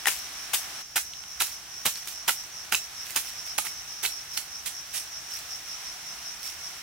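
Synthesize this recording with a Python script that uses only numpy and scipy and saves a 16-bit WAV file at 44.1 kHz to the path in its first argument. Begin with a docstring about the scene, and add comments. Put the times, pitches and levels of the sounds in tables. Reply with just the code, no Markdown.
"""In a forest clearing, a machete chops dry soil about twice a second, then more and more lightly.
Each chop is noise for crushed grit, pushed earth and a dull thud; stones and roots crack and ring.
Soil, crumbs and clods patter in shaped noise, and a bright tail of fading noise answers from the trees.
Cicadas are noise near 5.6 kHz, swelling about five times a second over a steady drone.
Beneath are a faint rumble and a forest hiss that drops abruptly after 0.8 s."""
import sys
import numpy as np
from scipy import signal
from scipy.fft import rfft, irfft, next_fast_len
from scipy.io import wavfile
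from scipy.ndimage import map_coordinates

SR = 44100
rng = np.random.default_rng(int(sys.argv[2]) if len(sys.argv) > 2 else 0)


def transcribe(signal):
    """Save signal, clipped to [-1, 1], as a 16-bit WAV file at the path in sys.argv[1]."""
    frames = np.atleast_2d(signal).T
    limited = np.clip(frames, -1, 1)
    pcm = np.round(limited * 32767).astype(np.int16)
    wavfile.write(sys.argv[1], SR, pcm)


N = 300762  # length of the scene in samples


def amp(db):
    """Turn decibels into a gain."""
    return 10 ** (np.asarray(db) / 20)


def unit(x):
    """Scale a signal to rms 1."""
    return x / np.sqrt(np.mean(x ** 2) + 1e-20)


def along(points, hz):
    """Read a curve of (Hz, value) points on a logarithmic pitch axis."""
    point_hz, value = np.transpose(points)
    return np.interp(np.log(hz + 1), np.log(point_hz + 1), value)


def over_time(points, s):
    """Read a curve of (seconds, value) points."""
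    return np.interp(s, *np.transpose(points))


def wobble(rate, size):
    """Draw a smooth random curve with `rate` random points a second."""
    knots = rng.standard_normal(int(size * rate / SR) + 4)
    return map_coordinates(knots, [np.arange(size) * rate / SR])


def filtered(x, response):
    """Multiply the spectrum of x by a response that depends on frequency."""
    n = x.shape[-1]
    padded = next_fast_len(n + 8192)
    hz = np.fft.rfftfreq(padded, 1 / SR)
    return irfft(rfft(x, padded) * response(hz), padded)[..., :n]


def causal(gain):
    """Give these gains the minimum-phase response, which never sounds before its cause."""
    cepstrum = irfft(np.log(np.maximum(gain, 1e-6)))
    half = len(cepstrum) // 2
    folded = np.r_[cepstrum[0], 2 * cepstrum[1:half], np.zeros(half)]
    return np.exp(rfft(folded))


def noise(spectrum, alike, size):
    """Make stereo noise of rms 1 with a given colour and left-right likeness."""
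    def colour(hz):
        turn = np.arccos(np.clip(along(alike, hz), -1, 1)) / 2
        return amp(along(spectrum, hz)) * [np.cos(turn), np.sin(turn)]

    mid, side = filtered(rng.standard_normal((2, size)), colour)
    return unit(np.array([mid + side, mid - side]))


def add(track, s, sound, pan_db):
    """Place a stereo sound at a time; the nearer side is louder and a little earlier."""
    gains = unit(amp([pan_db / 2, -pan_db / 2]))
    left_lag = int(np.clip(np.round(-pan_db / 4), -3, 2))  # samples
    for channel, delay in enumerate((left_lag, 0)):
        start = max(round(s * SR) + delay, 0)
        part = track[channel, start:][:sound.shape[1]]
        part += gains[channel] * sound[channel, :len(part)]


def swell(middle, length):
    """Draw a bell-shaped gain whose power halves length / 2 seconds from its middle."""
    return 2 ** (-2 * ((np.arange(N) / SR - middle) / length) ** 2)


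def small(x, corner_hz=300):
    """Thin out the bass, because small things radiate little of it."""
    return signal.sosfilt(signal.butter(2, corner_hz, "high", fs=SR, output="sos"), x)


# where the worker is heard from: time_s, left_minus_right_db
WORKER_PLACE = [(0.1, 5), (0.55, 3), (0.95, -4), (1.4, -4.5), (4.4, -7), (6.82, -8)]


def place(s):
    """Give how much louder the worker is on the left than on the right, in dB."""
    return over_time(WORKER_PLACE, s)


# how loud the forest hiss is: time_s, level_db
HISS_LEVEL = [(0, -41), (0.815, -39.5), (0.835, -49.5), (1.35, -46.5), (1.7, -45.5), (2.5, -44.5),
              (3.3, -43), (4.3, -45), (4.9, -44.5), (5.5, -42.5), (6.82, -43)]
# colour of the hiss: pitch_hz, relative_level_db_per_hz
HISS_COLOUR = [(150, -16.5), (330, -6.5), (500, -10.5), (720, 2), (950, -1), (1400, 2), (2500, 1.5),
               (4500, -0.5), (7500, -3.5), (11000, -6), (13000, -9), (15800, -10.5)]
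# colour of the low rumble: pitch_hz, relative_level_db_per_hz
RUMBLE_COLOUR = [(20, -18), (35, -8.5), (60, 3), (80, -0.5), (100, -6), (150, -2), (250, -13), (500, -15),
                 (1500, -30)]
# how alike left and right are for the far sounds: pitch_hz, likeness_0_to_1
FAR_LIKENESS = [(100, 1), (300, 0.89), (700, 0.33), (1400, 0.53), (3100, 0.19), (6800, 0), (15000, 0)]


def forest(rumble_db=-61, pan_db=-1.0):
    """Hiss of the surroundings, noise with a slow level curve, over a faint low rumble."""
    level_db = over_time(HISS_LEVEL, np.arange(N) / SR)
    breeze_db = .4 * wobble(8, size=N)
    hiss = amp(level_db + breeze_db) * noise(HISS_COLOUR, FAR_LIKENESS, size=N)
    rumble = amp(rumble_db) * noise(RUMBLE_COLOUR, FAR_LIKENESS, size=N)
    return hiss * amp([[pan_db / 2], [-pan_db / 2]]) + rumble


# runs of evenly paced cicada swells; two runs overlap where a second cicada joins in:
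# first_swell_s, end_s, period_s, level_db (before call_db), swell_length_s
CICADA_RUNS = [(0.213, 0.9, .195, -40.5, .08), (1.081, 1.66, .118, -42, .06), (1.768, 3.1, .207, -39, .09),
               (3.279, 5.06, .213, -38.5, .065), (3.391, 4.25, .2, -40.5, .06),
               (5.153, 6.8, .1875, -38.5, .06)]


def cicada_effort(scatter_db=.7, scatter_s=.005):
    """Evenly paced swells, each a little different in time and strength, add up in power."""
    power = np.zeros(N)
    for first, end, period, db, length in CICADA_RUNS:
        for s in np.arange(first, end, period):
            late, strong = rng.standard_normal(2)
            gain = amp(db + scatter_db * strong)
            power += (gain * swell(s + scatter_s * late, length)) ** 2
    return np.sqrt(power)


# colour of the calling cicadas, before their pitch moves: pitch_hz, relative_level_db_per_hz
CALL_COLOUR = [(3500, -59), (4850, -29), (5200, 0.5), (5600, 8.5), (5950, 5.5), (6350, -2), (7200, -27),
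               (10000, -55)]
# colour of the other cicadas: pitch_hz, relative_level_db_per_hz
CHORUS_COLOUR = [(3500, -73), (4900, -6.5), (5400, 5), (5800, 5.5), (6200, -7), (6600, -6.5), (8000, -37)]
# how loud the other, distant cicadas are: time_s, level_db
CHORUS_LEVEL = [(0, -44), (0.8, -46), (1.5, -46.5), (2.6, -55), (3.5, -47), (4.4, -47), (5.3, -44),
                (6.82, -44.5)]


def cicadas(call_db=0.5, sag_hz=260, pan_db=-1.3):
    """One cicada, at times joined by a second, calls in rasping swells, blurred by distance, over a drone."""
    effort = cicada_effort()
    rasp = unit(amp(1.5 * wobble(400, size=N)))
    shift_hz = sag_hz * (1 - unit(effort))  # the pitch sags in each swell, as the abdomen stretches
    # the analytic signal lets a turning phase slide the whole spectrum up or down
    song = signal.hilbert(noise(CALL_COLOUR, FAR_LIKENESS, size=N), next_fast_len(N))[:, :N]
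    song = np.real(song * np.exp(2j * np.pi * np.cumsum(shift_hz) / SR))
    callers = amp(call_db) * effort * rasp * song
    chorus_db = over_time(CHORUS_LEVEL, np.arange(N) / SR)
    others = amp(chorus_db) * noise(CHORUS_COLOUR, FAR_LIKENESS, size=N)
    return (callers + others) * amp([[pan_db / 2], [-pan_db / 2]])


# hands and feet shifting soil and dry leaves: middle_s, length_s, level_db
SHIFTS = [(2.092, 0.054, -37.5), (3.12, 0.14, -42.5), (3.279, 0.042, -39), (3.477, 0.029, -42),
          (4.355, 0.02, -36), (5.357, 0.066, -40.5), (5.548, 0.069, -51), (5.673, 0.032, -50),
          (6.47, 0.054, -38.5)]
# colour of crumbs and dry leaves: pitch_hz, relative_level_db_per_hz
LITTER_COLOUR = [(300, -14), (900, -4.5), (2500, 5), (6000, 3.5), (10000, 2.5), (15800, 2)]
# how alike left and right are for the near sounds: pitch_hz, likeness_0_to_1
NEAR_LIKENESS = [(200, 1), (1500, 0.92), (4000, 0.46), (8000, 0.68), (15000, 0.32)]
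SPILL_DELAY_S, SPILL_LENGTH_S = 0.074, 0.093  # loosened soil slides off the blade after each chop
STIR_DB = -55  # middle level of the faint stirring of the litter all through


def rustles(crumb_db=5, pan_share=0.89, stir_swing_db=3, clump_db=3.5):
    """Crumbs and dry leaves tick densely under hand, blade and feet: noise in tiny random bursts."""
    spills = [(s + SPILL_DELAY_S, SPILL_LENGTH_S, db) for s, *_, db in CHOP_STROKES]
    stir = amp(STIR_DB + stir_swing_db * np.tanh(wobble(10, size=N)))
    moves = sum((amp(db) * swell(s, length)) ** 2 for s, length, db in SHIFTS + spills)
    motion = np.sqrt(stir ** 2 + moves)
    fine_db = crumb_db * wobble(1200, size=N)
    coarse_db = clump_db * np.tanh(wobble(70, size=N))
    crumbs = unit(amp(fine_db + coarse_db))
    pan_db = pan_share * place(np.arange(N) / SR)
    sides = unit(amp([pan_db / 2, -pan_db / 2]))
    return motion * crumbs * noise(LITTER_COLOUR, NEAR_LIKENESS, size=N) * sides


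# hard contacts with stones and roots: start_s, level_db (as 3 ms of sound at that rms),
# note_hz of the thing struck, spread_octaves around it, ring_db of that note against the blow
HARD_CONTACTS = [(0.057, -19, 1920, 1.5, -1.5), (0.0712, -16, 1820, 1.4, 0.5),
                 (0.084, -20.5, 3030, .9, -19), (0.968, -23.5, 1575, 0.81, -8.5),
                 (0.979, -23, 2120, 1.1, -4), (1.135, -35.5, 3500, .55, -9), (1.238, -39, 2200, 1.1, -8),
                 (1.404, -28, 3870, 0.2, 9), (1.410, -24, 1434, 1.2, -3), (1.421, -20, 8850, 1.8, -6),
                 (1.864, -19, 3950, 1.7, -5), (1.957, -33, 4400, 0.65, -5), (2.287, -24, 1450, 1.7, -2),
                 (2.293, -19, 1344, 1.9, -3), (2.724, -18, 1550, 1.35, -18), (2.747, -16, 2590, 0.91, -1.5),
                 (2.752, -20.5, 7400, 1, -9), (3.161, -22.5, 3950, 1.4, -12),
                 (3.585, -17.5, 1250, 3.2, -10), (3.668, -32, 1850, 0.9, -7),
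                 (4.051, -21.5, 2597, 0.74, -5), (4.062, -24, 4040, 1, 7), (4.375, -21.5, 4330, 1.3, -2)]
# ringing of the blade damped by soil: pitch_hz, width_hz, relative_level_db (varied at each knock)
BLADE_MODES = [(838, 73, -2.5), (1433, 176, 2.5), (2290, 330, 4), (2960, 630, 14.5), (3940, 68, -4)]
# colour of a hard crack: pitch_hz, relative_level_db_per_hz
CRACK_COLOUR = [(100, -40), (450, -23), (800, -4), (2500, -11.5), (5000, 0), (11000, 2), (15800, -2)]


def knocks(contact_t60=0.0074, blade_db=-6, note_q=24, bite=0.00031):
    """A hard contact cracks, and briefly rings the thing struck and the buried blade."""
    out, t = np.zeros((2, N)), np.arange(SR // 16) / SR
    onset = 1 - np.exp(-t / bite)  # bite in seconds

    def burst(x):  # scaled to the energy of 3 ms at rms 1
        return x * np.sqrt(SR * .003 / np.sum(x ** 2, axis=-1).mean())

    def mode(hz, width):  # a fading sine; the wider, the shorter
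        return onset * np.exp(-np.pi * width * t) * np.sin(2 * np.pi * (hz * t + rng.random()))

    for s, db, hz, octaves, ring_db in HARD_CONTACTS:
        crack = noise(CRACK_COLOUR, NEAR_LIKENESS, size=len(t)) * onset * amp(-60 * t / contact_t60)
        blade = sum(amp(level + 2 * rng.normal()) * mode(f, width) for f, width, level in BLADE_MODES)
        body = lambda f: causal(1 / (1 + (np.log2((f + 1) / hz) / octaves) ** 2))
        blow = burst(filtered(burst(crack) + amp(blade_db) * burst(blade), body))
        note = amp(ring_db) * burst(mode(hz, hz / note_q))
        knock = burst(small(blow + note, corner_hz=450))
        add(out, s, amp(db) * knock, place(s))
    return out


# blade through soil; levels are set before the push shapes them and the bass is thinned:
# start_s, length_s, earth_db, grit_db, thud_db, spilled_soil_db (used by rustles)
CHOP_STROKES = [(0.064, 0.02, -21, -29, -50, -36), (0.531, 0.018, -22.5, -23.5, -58, -44),
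                (0.956, 0.016, -20.5, -25, -58, -59), (1.398, 0.024, -24, -26, -59, -39),
                (1.851, 0.02, -19.5, -35, -41.5, -39.5), (2.276, 0.019, -20, -24.5, -46.5, -49),
                (2.718, 0.023, -22.5, -36, -50, -49), (3.156, 0.018, -23, -25.5, -50, -48),
                (3.579, 0.0073, -27.5, -23.5, -45, -47), (3.643, 0.027, -34, -35, -65, -63),
                (4.026, 0.035, -30, -26.5, -60, -54), (4.37, 0.0086, -34.5, -26.5, -53, -67),
                (4.655, 0.023, -37.5, -28.5, -56.5, -62), (4.93, 0.053, -41, -30, -64, -48)]
# colour of the pushed earth: pitch_hz, relative_level_db_per_hz
EARTH_COLOUR = [(100, -39), (250, -11.5), (400, -3.5), (520, -13), (780, -1.5), (1400, -1), (2600, 2.5),
                (4500, -3.5), (9000, -2)]
# colour of the crushed grit: pitch_hz, relative_level_db_per_hz
GRIT_COLOUR = [(600, -40), (2000, -2.5), (3800, -2), (6000, -2), (8500, 1), (12000, 1), (14000, -16),
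               (15800, -2.5)]
# colour of the dull thud: pitch_hz, relative_level_db_per_hz
THUD_COLOUR = [(30, -17), (75, -11), (140, 0.5), (200, -3.5), (290, -9), (420, -10), (600, -5.5),
               (1500, -52)]
ENTRY_SHARE = .27  # part of a chop spent building up force


def chops(release=0.07, earth_clump_db=3.5, grit_clump_db=0.0):
    """Soil breaks in clumps while the blade advances, and settles when it stops."""
    out, t = np.zeros((2, N)), np.arange(SR // 5) / SR
    for s, length, earth_db, grit_db, thud_db, _ in CHOP_STROKES:
        build_up = np.minimum(t / (ENTRY_SHARE * length), 1)
        settling = amp(-60 * np.maximum(t - length, 0) / release)  # falls 60 dB in release seconds
        push = build_up * settling
        clumps = np.tanh(wobble(1400, size=len(t)))
        earth_clumps = unit(amp(earth_clump_db * clumps))
        grit_clumps = unit(amp(grit_clump_db * clumps))
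        earth = amp(earth_db) * earth_clumps * noise(EARTH_COLOUR, NEAR_LIKENESS, size=len(t))
        grit = amp(grit_db) * grit_clumps * noise(GRIT_COLOUR, NEAR_LIKENESS, size=len(t))
        thud = amp(thud_db) * noise(THUD_COLOUR, [(200, 1)], size=len(t))  # same on both sides
        add(out, s, small(push * earth), place(s) / 2)  # lower sounds lean less to one side
        add(out, s, small(push * grit), place(s))
        add(out, s, push * thud, 0)
    return out


CLOD_DELAY_S, CLOD_SCATTER_S = .05, .2  # clods land this long after the chop starts, plus up to this
CLOD_DB, CLOD_HZ = -20, 2720  # middle level against the chop's earth_db, and middle pitch


def clods(t60=0.013, scatter_db=3, scatter_octaves=1.0, count=3):
    """Each chop throws up a few clods, which tick as they land: short bursts of tuned noise."""
    out, t = np.zeros((2, N)), np.arange(SR // 30) / SR
    for s, _, earth_db, *_ in CHOP_STROKES:
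        flights = rng.random(count)
        sizes, pitches = rng.standard_normal((2, count))
        for flight, size, pitch in zip(flights, sizes, pitches):
            hz = CLOD_HZ * 2 ** (scatter_octaves * pitch)
            body = lambda f: causal(1 / (1 + np.log2((f + 1) / hz) ** 2))
            crack = noise(CRACK_COLOUR, NEAR_LIKENESS, size=len(t))
            tick = unit(filtered(crack, body)) * amp(-60 * t / t60)
            landing = s + CLOD_DELAY_S + CLOD_SCATTER_S * flight
            add(out, landing, amp(earth_db + CLOD_DB + scatter_db * size) * tick, place(s))
    return out


# how long the tail takes to fall by 60 dB: pitch_hz, time_s
TREES_FADE = [(200, 0.36), (1000, 0.16), (3000, 0.14), (8000, 0.19), (15000, 0.2)]
# how much the trees scatter back, before trees_db: pitch_hz, gain_db
TREES_COLOUR = [(150, -34), (1000, -11.5), (2500, -2.5), (6000, 2), (15000, -1.5)]


def trees(x, build_up=0.014):
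    """Trunks and leaves scatter a bright, short tail: fading noise, redrawn every 4/9 s."""
    out = np.zeros((2, N + SR))
    step = SR * 4 // 9
    for start in range(0, N, step):
        hz, t, z = signal.stft(rng.standard_normal((2, SR // 2)), SR, nperseg=256)
        fade = amp(-60 * t / along(TREES_FADE, hz)[:, None])
        rise = 1 - np.exp(-t / build_up)
        tail = signal.istft(z * (fade * rise), SR, nperseg=256)[1]
        tail = tail / np.linalg.norm(tail[0])
        wet = signal.fftconvolve(x[:, start:start + step], tail, axes=1)
        out[:, start:start + wet.shape[1]] += wet
    return filtered(out[:, :N], lambda hz: amp(along(TREES_COLOUR, hz)))


def scene(trees_db=-5, spread=0.25):
    """Add up the forest, the cicadas, the work and its echo from all round."""
    work = rustles() + knocks() + chops() + clods()
    echo = trees(work + spread * work[::-1])  # some of each side leaks into the other
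    return forest() + cicadas() + work + amp(trees_db) * echo


TOP_HZ = 15850  # upper limit of the sound


def record(dry):
    """Keep nothing at or above the upper limit."""
    return filtered(dry, lambda hz: hz < TOP_HZ)


dry = scene()
out = record(dry)
transcribe(out)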